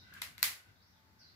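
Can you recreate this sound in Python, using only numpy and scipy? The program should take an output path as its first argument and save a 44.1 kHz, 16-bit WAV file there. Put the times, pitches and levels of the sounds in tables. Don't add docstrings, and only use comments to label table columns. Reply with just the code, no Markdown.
import sys
import numpy as np
from scipy import signal
from scipy.fft import rfft, irfft, next_fast_len
from scipy.io import wavfile
from scipy.ndimage import uniform_filter1d, map_coordinates

SR = 44100
rng = np.random.default_rng(int(sys.argv[2]) if len(sys.argv) > 2 else 0)


def to_wav(s):
    ch = np.atleast_2d(s).T
    pcm = np.round(np.clip(ch, -1, 1) * 32767)
    wavfile.write(sys.argv[1], SR, pcm.astype(np.int16))


def amplitude_ratio(level_db):
    exponent = np.asarray(level_db, float) / 20
    return 10 ** exponent


N = 59535

# (pitch [Hz], width [Hz], level [dB])
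SHELL_TONES = [(246.5, 460, -22.5), (1040, 220, -9), (1907, 170, -6), (2620, 450, -4.5), (3500, 500, -3.5),
               (4300, 580, 11), (6480, 1200, 1.5), (8610, 2700, 0.5), (10240, 1200, 4), (12300, 2200, 2),
               (14870, 1500, 1.5)]
LEFT_RIGHT = np.array([[1], [-1]])
SWAY_DB = 1.2


def unit(x):
    return x / np.sqrt(np.mean(x ** 2) + 1e-20)


def along(points, hz):
    f, value = np.transpose(points)
    return np.interp(np.log(hz + 1), np.log(f + 1), value)


def wobble(rate):
    knots = rng.standard_normal(int(N / SR * 40) + 4)
    return map_coordinates(knots, [np.arange(N) * rate / SR])


def filtered(x, response):
    m = next_fast_len(x.shape[-1] + 8192)
    spectrum = rfft(x, m) * response(np.fft.rfftfreq(m, 1 / SR))
    return irfft(spectrum, m)[..., :x.shape[-1]]


def resonances(peaks):
    def response(f):
        total = 0
        for k, (centre, width, db) in enumerate(peaks):
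            damping = 1j * f * width
            total = total + (-1) ** k * amplitude_ratio(db) * damping / (centre ** 2 - f ** 2 + damping)
        return total
    return response


def rush(gain):
    # (pitch [Hz], likeness [-1 to 1])
    likeness = [(60, 0.74), (180, 0.83), (550, 0.46), (1650, -0.28), (4970, -0.16), (15000, -0.47)]

    def mid_side_gain(hz):
        turn = np.arccos(np.clip(along(likeness, hz), -1, 1)) / 2
        return gain(hz) * [np.cos(turn), np.sin(turn)]
    mid, side = filtered(rng.standard_normal((2, N)), mid_side_gain)
    return unit(np.array([mid + side, mid - side]))


def burst(length_s, alike):
    dies_s, right_lag_s = .007, .00013
    t = np.arange(2048) / SR
    fade = amplitude_ratio(-60 * np.maximum(t - length_s, 0) / dies_s)
    shape = np.sqrt(np.minimum(t / 0.000067, 1) * fade)
    z = rfft(rng.standard_normal((2, 2048)) * shape ** 2)
    evenness = np.sqrt(abs(uniform_filter1d(abs(z) ** 2, size=24, axis=1)) + 1e-9)
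    a, b = irfft(z / evenness) * shape * np.sqrt(length_s * SR)
    turn = np.arccos(np.clip(alike, -1, 1)) / 2
    mid, side = np.cos(turn) * a, np.sin(turn) * b
    pair = np.array([mid + side, mid - side])
    return filtered(pair, lambda hz: np.exp(-2j * np.pi * hz * right_lag_s * np.array([[0], [1]])))


def room(x, t60_s, gap_s, build_s):
    hz, t, z = signal.stft(rng.standard_normal((2, SR * 3 // 4)), SR, nperseg=256)
    tail = signal.istft(z * amplitude_ratio(-60 * t / t60_s(hz)[:, None]), SR, nperseg=256)[1]
    t = np.arange(tail.shape[1]) / SR
    tail = tail * np.clip((t - gap_s) / build_s, 0, 1) ** .5
    return signal.fftconvolve(x[None], tail / np.linalg.norm(tail[0]), axes=1)


def add(out, x, s):
    i = round(s * SR)
    x = x[:, max(-i, 0):][:, :N - max(i, 0)]
    out[:, max(i, 0):max(i, 0) + x.shape[1]] += x


def in_room(s, sound, colour):
    # (pitch [Hz], time to fall 60 dB [s])
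    ring_time = [(300, 0.54), (1000, .38), (2000, 0.31), (4000, 0.31), (8000, .3), (14000, .26)]
    out = np.zeros((2, N))
    add(out, sound, s)
    echoes = room(np.ones(1), lambda hz: along(ring_time, hz), gap_s=.004, build_s=.009)
    add(out, filtered(echoes, colour), s)
    return out


def echo_gain(db, length_s):
    return amplitude_ratio(db) * np.sqrt(length_s * SR) * 20


def clicks():
    # (level [dB], treble over bass [dB], barrel ring [dB], room [dB], knock [dB])
    contacts = [
        (-55, 5.5, -19, 2.5, 4),
        (-35.5, 1, 1, 3.5, 0.5),
        (-46.5, -1, 4, 6, -2),
        (-17, 5, -0.5, 4, -7.5),
    ]
    contact_times = [.1378, .2169, .3797, .4286]
    rattle_lengths = [.003, .0045, .002, .001]
    shell_pitches = [1.0, .89, .94, 1.0]
    # (pitch [Hz], width [Hz], level [dB])
    knock_tones = [(231, 520, 10), (986, 190, 26), (1574, 240, 28)]
    # (pitch [Hz], level [dB])
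    room_colour = [(300, -21), (1000, -5), (2050, 3), (3200, -1.5), (4400, 0.5), (6000, -6), (11500, -4.5),
                   (15500, -9)]
    wet_db, room_ring_db = -24.5, -0.5
    out = np.zeros((2, N))
    jolt = np.eye(1, 2048) * amplitude_ratio(1.5 * LEFT_RIGHT)
    barrel = resonances([(2060, 200, 0)])
    for s, length, pitch, contact in zip(contact_times, rattle_lengths, shell_pitches, contacts):
        db, tilt_db, ring_db, echo_db, knock_db = contact

        def tilt(hz):
            return tilt_db * np.log2((hz + 1) / 4000) / 2
        shell = resonances([(c * pitch, w, g + tilt(c)) for c, w, g in SHELL_TONES])
        rattle = burst(length, alike=0.23)
        sound = filtered(rattle, lambda hz: shell(hz) + amplitude_ratio(11 + ring_db) * barrel(hz))
        wet = echo_gain(db + wet_db + echo_db, length)

        def colour(hz):
            walls = amplitude_ratio(along(room_colour, hz) + tilt(hz))
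            return wet * (walls + amplitude_ratio(room_ring_db + ring_db / 2) * abs(barrel(hz)))
        out += in_room(s, amplitude_ratio(db + 2.5) * sound, colour)
        knock = amplitude_ratio(db + knock_db) * filtered(jolt, resonances(knock_tones))
        add(out, knock, s + length / 2)
    return out


def slide():
    out = np.zeros((2, N))
    scrape = filtered(burst(.008, alike=0), resonances(SHELL_TONES))
    add(out, amplitude_ratio(-52) * scrape, .4205)
    return out


def creaks():
    slip_levels = [
        -48.5,
        -64.5,
        -55,
        -47.5,
        -55,
    ]
    slip_times = [.1252, .1355, .147, .163, .187]
    slip_lengths = [.005, .007, .012, .0095, .008]
    creak_hz, wet_db = 1588, -33.5
    out = np.zeros((2, N))
    grip = resonances([(creak_hz, 200, 17), (1000, 300, 8), (2200, 900, 13)])
    t = np.arange(1024) / SR
    for s, db, length in zip(slip_times, slip_levels, slip_lengths):
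        swell = np.sin(np.pi * np.minimum(t / length, 1)) ** .5
        hz = creak_hz * (1 + 0.059 * rng.standard_normal())
        squeak = swell * np.sin(2 * np.pi * hz * t)
        wet = echo_gain(db + wet_db, length)
        out += in_room(s, amplitude_ratio(db) * squeak * amplitude_ratio([[3], [-4]]), lambda f: wet * grip(f))
    return out


def birds():
    # (time [s], length [s], first pitch [Hz], last pitch [Hz], level [dB])
    chirps = [(-.07, 0.041, 5890, 4370, -62), (-.03, 0.044, 3965, 3850, -63),
              (0.743, .06, 3500, 4400, -75.5), (.81, 0.017, 4300, 5300, -67.5),
              (0.83, .05, 5090, 6000, -75.5), (0.896, 0.031, 5760, 4600, -77.5),
              (0.917, 0.05, 3874, 3300, -77), (1.186, 0.012, 5690, 4810, -59.5),
              (1.201, 0.033, 4900, 4230, -61), (1.229, 0.048, 4270, 4236, -64),
              (1.266, 0.037, 4135, 3500, -75.5)]
    warble_hz, yard_t60_s = 245, 0.589
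    out = np.zeros((2, N))
    t = np.arange(4096) / SR
    for s, length, from_hz, to_hz, db in chirps:
        u = t / length
        glide = from_hz + (to_hz - from_hz) * np.minimum(u, 1)
        hz = glide + warble_hz * np.sin(2 * np.pi * 90 * t)
        swell = np.sin(np.pi * np.minimum(u, 1)) ** 0.088 * (u < 1)
        call = np.sin(2 * np.pi * np.cumsum(hz) / SR) * swell
        echoes = room(call, lambda f: yard_t60_s + 0 * f, gap_s=0, build_s=0.0047)
        add(out, amplitude_ratio(db + 4.5) * echoes, s)
    return out


def street_rumble():
    # (time [s], level [dB])
    street_levels = [(0.0, -65), (0.408, -65), (0.428, -63), (0.63, -71), (0.714, -62.5), (0.748, -71.5),
                     (1.184, -69.5), (1.35, -69.5)]
    # (pitch [Hz], level [dB per Hz])
    rumble_colour = [(15, -55), (25, -54.5), (43, -12.5), (92, 3.5), (134, -6.5), (205, -6), (311, -13.5),
                     (343, -14), (500, -25.5), (650, -34.5), (1100, -120)]
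    t = np.arange(N) / SR
    level_db = np.interp(t, *np.transpose(street_levels)) + SWAY_DB * wobble(14)
    colour = [(11, -55)] + list(rumble_colour) + [(900, -38.5)]
    return amplitude_ratio(level_db + 1.5 * LEFT_RIGHT) * rush(lambda f: amplitude_ratio(along(colour, f)))


def air_hiss():
    # (pitch [Hz], level [dB per Hz])
    hiss_colour = [(400, -9.5), (800, -5.5), (2000, -6), (2900, -16.5), (4500, -9), (7500, -22),
                   (10000, -23), (13500, -16.5)]
    colour = [(150, -43.5)] + list(hiss_colour)
    return amplitude_ratio(-70) * rush(lambda f: amplitude_ratio(along(colour, f)))


def door_bustle():
    # (time [s], level [dB])
    bustle_levels = [(0, -69.5), (.1, -60.5), (.35, -70), (.7, -67.5), (.76, -79), (1.18, -82), (1.21, -71),
                     (1.35, -74.5)]
    # (pitch [Hz], width [Hz], level [dB])
    hollow_tones = [(1508, 95, -1.5), (2020, 95, -6), (700, 600, -12.5), (2500, 2700, -10.5),
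                    (2800, 80, -9)]
    t = np.arange(N) / SR
    level_db = np.interp(t, *np.transpose(bustle_levels)) + SWAY_DB * wobble(17)
    return amplitude_ratio(level_db) * rush(lambda f: sum(abs(resonances([p])(f)) ** 2 for p in hollow_tones))


def motor_hum():
    hum_hz, from_s, to_s = 878, .93, 1.29
    t = np.arange(N) / SR
    passing = np.clip(np.minimum(t - from_s, to_s - t) / 0.035, 0, 1)
    tone = np.sin(2 * np.pi * hum_hz * t + wobble(15))
    return amplitude_ratio(-79 + 2.6 * wobble(21.24)) * passing * tone


def scene():
    pen = clicks() + slide() + creaks()
    air = (air_hiss() + door_bustle() + motor_hum()) * amplitude_ratio(0.7 * LEFT_RIGHT)
    return pen + birds() + street_rumble() + air


def low_pass(x):
    return signal.sosfilt(signal.butter(12, 16530, fs=SR, output="sos"), x)


def record(dry):
    def response(hz):
        notch_db = -5.5 * np.exp(-((hz - 8900) / 800) ** 2)
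        edge_db = -20 * np.clip((hz - 15500) / 300, 0, 1)
        return (hz < 16400) * amplitude_ratio(edge_db + notch_db)
    return low_pass(filtered(dry, response))


dry = scene()
out = record(dry)
to_wav(out)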